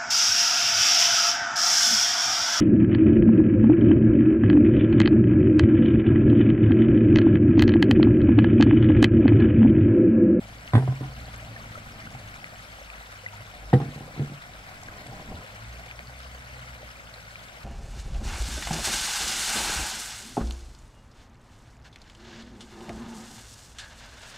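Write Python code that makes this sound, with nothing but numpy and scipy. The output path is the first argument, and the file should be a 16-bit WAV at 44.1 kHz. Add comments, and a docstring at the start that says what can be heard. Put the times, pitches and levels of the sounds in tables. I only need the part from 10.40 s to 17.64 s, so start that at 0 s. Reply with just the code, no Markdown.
"""Stream and knocked stand

A shallow stream babbles over stones, mostly to the left of two microphones on a light stand: noise and ringing bubbles.
Two bouts of blows on the stand are decaying frame modes, the thrum of a loose joint and buzzing noise bands.
A hand rubs the stand by random slips through the modes; a distant engine drones in harmonics of its firing rate."""
import sys
import numpy as np
from scipy import signal
from scipy.fft import rfft, irfft, next_fast_len
from scipy.io import wavfile
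from scipy.ndimage import uniform_filter1d

SR = 44100
rng = np.random.default_rng(int(sys.argv[2]) if len(sys.argv) > 2 else 0)


def transcribe(signal):
    """Save signal, clipped to [-1, 1], as a 16-bit WAV file at the path in sys.argv[1]."""
    frames = np.atleast_2d(signal).T
    limited = np.clip(frames, -1, 1)
    pcm = np.round(limited * 32767).astype(np.int16)
    wavfile.write(sys.argv[1], SR, pcm)


N = 319284
MOVED_S = 2.5  # later blows use the second place's modes; later scrapes only change level


def amp(db):
    """Level law: 20 dB is a tenfold gain."""
    return 10 ** (np.asarray(db) / 20)


def evened(x):
    """Mean-power normalisation: scales to rms 1."""
    return x / np.sqrt(np.mean(x ** 2) + 1e-20)


def read(points, hz):
    """Logarithmic pitch: interpolates a spectrum table on a log-frequency axis."""
    f, value = np.transpose(points)
    return np.interp(np.log(hz + 1), np.log(f + 1), value)


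def along(table):
    """Linear interpolation in time: reads each column of a curve table at every sample."""
    s, *columns = np.transpose(table)
    return [np.interp(np.arange(N) / SR, s, c) for c in columns]


def wander(highest_hz):
    """Random-phase superposition: slow sines up to a highest rate make a drift of rms 1."""
    t = np.arange(0, N + 256, 256) / SR
    rates_hz = np.geomspace(highest_hz / 20, highest_hz, num=24)
    slow = sum(np.sin(2 * np.pi * (f * t + rng.random())) / np.sqrt(f) for f in rates_hz)
    return np.interp(np.arange(N) / SR, t, evened(slow))


def shaped(x, colour, lag=0):
    """Linear filtering: a gain table colours the spectrum, a linear phase delays it by lag samples."""
    size = next_fast_len(N + 4096)
    hz = np.fft.rfftfreq(size, 1 / SR)
    response = amp(read(colour, hz)) * np.exp(-2j * np.pi * hz * lag / SR)
    return irfft(rfft(x, size) * response, size)[..., :N]


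def spikes(chance, scale_db, shape=N):
    """Poisson-like events: random instants with exponentially distributed, capped levels."""
    heights = amp(scale_db * np.minimum(rng.exponential(1, shape), 4))
    return heights * (rng.random(shape) < chance)


def bubble(hz, cycles, glide):
    """Resonance of a trapped air pocket: a soft start and a dying ring whose pitch climbs."""
    cycles = max(cycles, 2)
    u = np.arange(int(2 * cycles * SR / hz)) * hz / SR / cycles  # time in units of the given cycles
    ring = np.sin(2 * np.pi * cycles * u * (1 + glide * u / 2))
    return ring * np.exp(-2.6 * u) * (1 - np.exp(-u / .07))


# Relative spectrum of the water: frequency_hz, gain_db
WATER_COLOUR = [(25, -12), (45, 5), (110, 4), (220, -3), (350, -13), (620, -3.5), (1050, -5.5), (1450, 1),
                (1850, -3), (2200, -.5), (3600, -10), (6500, -15), (10200, -20.5), (15500, -24.5)]
# Coherence of the rush between the microphones, lag allowed for: frequency_hz, coherence (0-1)
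COHERENCE = [(60, 1), (400, 0.27), (1000, 0.48), (2500, 0.39), (3500, 0.6), (8000, 0.5)]
LAG = 10.44  # samples by which the main riffle reaches the right microphone late
RUSH_DB = -46.5  # rms level before the slow swell


def rush():
    """Incoherent summation: countless far bubbles merge into a hiss with drifting patches and flicker."""
    frames, hz = N // 128 + 5, np.fft.rfftfreq(512, 1 / SR)
    a, b, c, d, patches, flicker = rng.standard_normal((6, len(hz), frames))
    patches = evened(uniform_filter1d(uniform_filter1d(patches, size=8, axis=0), size=14, axis=1))
    flicker = evened(uniform_filter1d(uniform_filter1d(flicker, size=90, axis=0), size=3, axis=1))
    alike = np.clip(read(COHERENCE, hz), 0, 1)[:, None]
    lag = LAG * np.clip(hz / 600, 0, 1)  # the bass comes from afar, in step
    late = np.exp(-2j * np.pi * hz * lag / SR)[:, None]
    left = a + 1j * b
    right = alike * late * left + np.sqrt(1 - alike ** 2) * (c + 1j * d)
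    spectra = np.array([left, right]) * amp(1.58 * patches + 0.13 * flicker)
    hiss = signal.istft(spectra, nperseg=512, noverlap=384)[1][:, :N]
    swell = amp(.4 * wander(4))
    return amp(RUSH_DB) * swell * evened(shaped(hiss, WATER_COLOUR))


# Riffles where bubbles burst: right_lag_samples, relative_level_db
RIFFLE_PLACES = [(11, 7.5), (13.5, 6), (-8, 5.5)]
BABBLE_DB = -48.5
BABBLE_PER_S = 2500  # nominal rate, before clumping and the rarity of large bubbles


def babble():
    """Bubble resonance by size: near bubbles burst at random, a few loud, each size in one riffle."""
    count = 42
    spots = np.zeros((len(RIFFLE_PLACES), N))
    # a plunge makes several at once
    clumps = amp(4.5 * evened(uniform_filter1d(rng.standard_normal(N), size=900)))
    for k, hz in enumerate(np.geomspace(480, 14000, num=count)):
        cycles = rng.uniform(6, 13) * (hz / 600) ** .25
        glide = rng.uniform(.04, .3)
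        spread_db = 4.6 - 0.33 * np.log2(hz / 500)  # small bubbles are more alike
        often = np.sqrt(hz / 3000)  # large bubbles are rarer
        bursts = spikes(clumps * often * BABBLE_PER_S / count / SR, spread_db)
        ringing = signal.oaconvolve(bursts, bubble(hz, cycles, glide))[:N]
        spots[k % len(RIFFLE_PLACES)] += hz / np.sqrt(often) * ringing
    pairs = sum(amp(db) * np.array([shaped(x, WATER_COLOUR), shaped(x, WATER_COLOUR, lag)])
                for x, (lag, db) in zip(spots, RIFFLE_PLACES))
    return amp(BABBLE_DB) * evened(pairs)


# Clearest single bubbles: start_s, peak_db, starting pitch_hz, decay_cycles (to fall by 2.6 nepers)
CLEAR_BUBBLES = [(0.277, -28.5, 2930, 6.2), (0.856, -35.5, 4360, 8), (0.962, -34, 7060, 10),
                 (0.98, -35, 10980, 14), (1.162, -32, 1776, 24), (1.19, -40, 604, 9),
                 (1.354, -31, 1300, 17), (1.375, -36, 590, 6.5), (1.67, -31, 1480, 12),
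                 (1.749, -34.5, 765, 8), (1.941, -31, 2145, 10.4), (2.043, -23, 2130, 6.3),
                 (2.501, -28, 2450, 8.4), (2.862, -23, 2010, 21), (2.886, -31, 2530, 12),
                 (2.936, -39.5, 920, 14), (4.43, -38, 754, 7.3), (4.435, -29, 6400, 4.2),
                 (4.485, -31, 1563, 11.6), (4.67, -35, 7870, 9), (4.726, -37, 771, 17),
                 (5.512, -25, 2400, 6.3), (5.592, -23.5, 2130, 3.5), (5.672, -35.5, 4440, 8.7),
                 (5.791, -38.5, 8600, 7.6), (6.429, -37.5, 575, 6.7), (6.515, -35.5, 5640, 6.4),
                 (6.741, -33, 4120, 13.6), (6.957, -27, 2340, 10.4)]


def plops():
    """Isolated bubble resonance: the clearest bubbles burst in the main riffle."""
    out = np.zeros(N + SR)
    for s, db, hz, cycles in CLEAR_BUBBLES:
        ring = bubble(hz, cycles, 0.026)
        out[round(s * SR):][:len(ring)] += amp(db) * ring / ring.max()
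    return np.array([out, np.roll(out, round(LAG))])[:, :N]


GURGLE_DB, GURGLE_PER_S = -57, 70


def gurgle():
    """Low bubble resonance: one hollow between stones gulps large bubbles."""
    out = np.zeros(N)
    for hz in np.geomspace(500, 760, num=10):
        gulps = spikes(GURGLE_PER_S / 10 / SR, 3.55)
        out += signal.oaconvolve(gulps, bubble(hz, rng.uniform(7, 13), rng.uniform(.05, .2)))[:N]
    return amp(GURGLE_DB) * evened(np.array([out, np.roll(out, round(LAG))]))


# Modes of the stand's frame: pitch_hz, t60_s, first_place_db, second_place_db (relative levels)
FRAME_MODES = [(187, 0.037, 0, -17), (239, 0.099, -3.5, -4), (292.5, 0.046, 5, 2.5), (360.4, 0.051, -3, -2),
               (429, 0.043, -3, -7), (478, 0.042, -5.5, 0.5), (621, 0.023, 4, -24), (712, 0.052, -5.5, -5),
               (772, 0.038, 0.5, 4), (1021, 0.016, 7.5, 1), (1200, 0.048, -12, -6.5),
               (1450, 0.016, -3, -19), (1880, 0.039, -12, -6), (3500, 0.017, -3, -8)]


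def frame_ring(place, contact_ms, spread_db, detune):
    """Modal excitation: a long contact dulls the frame's modes; place and grip shift them."""
    t = np.arange(4096) / SR
    where, grip = rng.standard_normal((2, len(FRAME_MODES)))
    ring = np.zeros(len(t))
    for (hz, t60, *db), w, g in zip(FRAME_MODES, where, grip):
        decay = amp(db[place] + spread_db * w - 60 * t / t60)
        ring += decay * np.sin(2 * np.pi * hz * (1 + detune * g) * t)
    push = np.sin(np.pi * np.clip(t[:400] * 1000 / max(contact_ms, .1), 0, 1)) ** 2
    ring = np.convolve(ring, push)
    return ring / abs(ring).max()


# Loose joint, a row for each place: rest_pitch_hz, pitch_drop_hz (per unit of swing), t60_s
LOOSE_JOINT = [(135.4, 71, 0.38), (143, 48, 0.24)]
# Contacts of the stand: start_s, blow_db, contact_ms, joint_swing_db (which the thrum heads for)
CONTACTS = [(.335, -9.5, 0.19, -9.5), (.353, -5.5, 0.22, -8), (.364, -15, 3.5, -9),
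            (.379, -11.5, 0.75, -26), (.388, -24, 1.1, -18.5), (.424, -19.5, 1.3, -19),
            (.477, -17, 0.83, -15.5), (0.524, -26.5, 0.22, -28), (.609, -22.5, 1.2, -29),
            (.632, -27, 0.44, -28), (.655, -36, 0.81, -32.5), (3.330, -11.5, 0.64, -24),
            (3.331, -11.5, 1.02, -35), (3.336, -4, 2, -7.5), (3.374, -31, 3, -24), (3.401, -17, 0.88, -24),
            (3.415, -22, 0.81, -21), (3.43, -22.5, 2.1, -40), (3.456, -25, 2.4, -28),
            (3.483, -28, 4.1, -35), (3.56, -29, 2, -38.5), (3.607, -30, 1.3, -38), (3.764, -31, .4, -41),
            (3.777, -28, 1.7, -31.5), (3.795, -19.5, 1.7, -19.5), (3.818, -23, 2.3, -25.5),
            (3.897, -33, 2.3, -36), (3.918, -33, 1.5, -34)]
RESTART_DB = 12  # a contact that raises the swing this much starts the thrum's phase afresh


def thrum():
    """Softening spring: each contact resets the joint's swing; a wide swing lowers its pitch."""
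    s, _, _, swing_db = np.transpose(CONTACTS)
    t = np.arange(N) / SR
    rest_hz, sag_hz, t60 = np.array(LOOSE_JOINT)[(t > MOVED_S).astype(int)].T
    last = np.searchsorted(s, t) - 1
    level_db = np.where(last >= 0, swing_db[last] - 60 * (t - s[last]) / t60, -200)
    swing = signal.lfilter([.014], [1, .014 - 1], amp(level_db))  # the joint takes a moment to follow
    turns = np.cumsum(rest_hz - sag_hz * uniform_filter1d(swing, size=600)) / SR
    fresh = np.diff(level_db, prepend=-200) > RESTART_DB
    turns_at_start = np.maximum.accumulate(turns * fresh)
    return swing * np.sin(2 * np.pi * (turns - turns_at_start))


def knocks():
    """Impulse response: each contact rings the frame with a short rattle over the joint's thrum."""
    out = np.zeros(N + SR)
    after = np.arange(3000) / SR
    for at, db, contact_ms, _ in CONTACTS:
        rattle = .04 * rng.standard_normal(len(after)) * amp(-60 * after / .15)
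        rattle[0] = -1  # the blow itself
        ring = signal.fftconvolve(rattle, frame_ring(int(at > MOVED_S), contact_ms, 1.5, .03))
        out[round(at * SR):][:len(ring)] += amp(db) * ring
    body = out[:N] - thrum()
    # deep bass cut from the knocks
    body = signal.sosfilt(signal.butter(4, 82, "high", fs=SR, output="sos"), body)
    return np.array([body, shaped(body, [(100, 1.1), (400, 0.4), (1500, 4.5)], 6.0)])


# Bands in which a loose part buzzes: centre_hz, t60_s, first_place_db, second_place_db (re the blow)
BUZZ_BANDS = [(1600, 0.11, -25, -27), (3000, .06, -35.5, -28.5), (8450, 0.2, -41.5, -46)]
BUZZ_DB_PER_MS = -1  # a long contact shakes it less


def buzz():
    """Band-limited noise: each blow starts bursts that swell in under a millisecond and die."""
    out = np.zeros((2, N + SR))
    t = np.arange(4096) / SR
    for s, blow_db, contact_ms, _ in CONTACTS:
        for hz, t60, *db in BUZZ_BANDS:
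            edges_hz = [hz * 0.84, min(hz * 1.27, 20000)]
            band = signal.butter(2, edges_hz, "band", fs=SR, output="sos")
            shared, own = rng.standard_normal(len(t)), rng.standard_normal((2, len(t)))
            noise = evened(signal.sosfilt(band, shared + 3.3 * own))
            level_db = blow_db + db[int(s > MOVED_S)] + BUZZ_DB_PER_MS * contact_ms - 60 * t / t60
            burst = noise * amp(level_db) * np.clip(t / 0.00085, 0, 1)
            out[:, round(s * SR):][:, :len(t)] += burst
    return out[:, :N]


# Soft low bumps: start_s, level_db (before rise and decay), pitch_hz
SOFT_BUMPS = [(1.74, -34, 123), (2.997, -40, 118), (4.686, -36, 119), (4.936, -33, 87.4)]
BUMP_T60_S, BUMP_RISE_S = .24, 0.0051


def bumps():
    """Decaying sine: soft low thumps that hum briefly and die away."""
    out, t = np.zeros(N + SR), np.arange(SR // 2) / SR
    for s, db, hz in SOFT_BUMPS:
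        envelope = amp(db - 60 * t / BUMP_T60_S) * np.minimum(t / BUMP_RISE_S, 1)
        out[round(s * SR):][:len(t)] += envelope * np.sin(2 * np.pi * hz * t)
    return out[:N]


# Rubbing of a hand on the stand: start_s, dull_drag_db
RUB_CURVE = [(0, -52), (.75, -49), (1.8, -49.5), (2.15, -56.5), (2.75, -62.5), (3.25, -54.5), (3.7, -50),
             (4.0, -56.5), (4.4, -53.5), (4.55, -49.5), (4.7, -44.5), (4.82, -47), (4.92, -41),
             (5.01, -47.5), (5.06, -56.5), (6.7, -62), (7.24, -61.5)]
# the dry scrape follows the drag (dB per dB about a pivot); its level before and after MOVED_S
SCRAPE_SLOPE, SCRAPE_PIVOT_DB, SCRAPE_DB = 0.84, -49, (-56.5, -51.5)


def rubbing():
    """Stick-slip friction: uneven tiny slips drive the frame, soft ones its low modes, dry ones the higher."""
    drag_db, = along(RUB_CURVE)
    dry_db = np.where(np.arange(N) / SR > MOVED_S, SCRAPE_DB[1], SCRAPE_DB[0])
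    catching_db = 1.4 * wander(40.)  # the hand catches and slides
    scrape_db = dry_db + SCRAPE_SLOPE * (drag_db - SCRAPE_PIVOT_DB) + catching_db
    slips = rng.standard_normal((2, N)) * spikes(1500 / SR, 2.7, (2, N))
    drag = signal.oaconvolve(slips[0], frame_ring(0, 4.04, 0, 0))[:N]
    scrape = signal.oaconvolve(slips[1], frame_ring(0, 1.23, 0, 0))[:N]
    scrape = signal.sosfilt(signal.butter(3, 560, "high", fs=SR, output="sos"), scrape)
    return amp(drag_db) * evened(drag) + amp(scrape_db) * evened(scrape)


# Distant engine, before its unsteadiness: start_s, firing_hz, first_order_db, second_order_db
ENGINE_CURVE = [(0, 52.5, -46, -48), (.19, 55.7, -55, -55.5), (.8, 58.34, -46, -48),
                (1.52, 52.54, -58, -49.5), (2.54, 51.4, -53, -64.5), (3.0, 51.3, -58, -49.5),
                (3.25, 51.1, -49.5, -60), (4.05, 55.7, -59, -54.5), (4.42, 47.5, -57, -57),
                (4.94, 45.43, -64, -59), (5.28, 57.6, -47.5, -50), (5.81, 62.3, -49, -57),
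                (6.14, 62.2, -47.5, -52), (7.24, 51.14, -60.5, -62)]


def engine():
    """Harmonic series: low orders of the firing rate, unsteady after a long way through the air."""
    hz, first_db, second_db = along(ENGINE_CURVE)
    turns = np.cumsum(hz * (1 + .012 * wander(12.0))) / SR
    out = np.zeros(N)
    for k, db in [(1, first_db), (2, second_db), (3, second_db - 22), (4, second_db - 15.5)]:
        fading_db = 3 * wander(24)
        out += np.sqrt(2) * amp(db + fading_db) * np.sin(2 * np.pi * k * turns)
    return out


def scene():
    """Superposition: two-sided water, knocks and buzz; bumps, rubbing and engine alike on both sides."""
    water = rush() + babble() + plops() + gurgle()
    stand = knocks() + buzz() + bumps() + rubbing()
    return water + stand + engine()


# Colour of the shaded, dull right microphone: frequency_hz, gain_db
RIGHT_COLOUR = [(200, 0), (1000, -1), (1400, -2.5), (1900, 0), (2500, -5.5), (4400, -1), (6300, -5),
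                (10500, -2.5), (11600, -13), (15500, -12)]
EDGE_HZ = 15730  # upper band limit


def record(dry):
    """Linear reception: the right microphone's colour, then the band limit on both."""
    heard = np.array([dry[0], shaped(dry[1], RIGHT_COLOUR)])
    low_pass = signal.firwin(1023, EDGE_HZ, window=("kaiser", 10), fs=SR)
    return signal.oaconvolve(heard, low_pass[None], "same")


dry = scene()
out = record(dry)
transcribe(out)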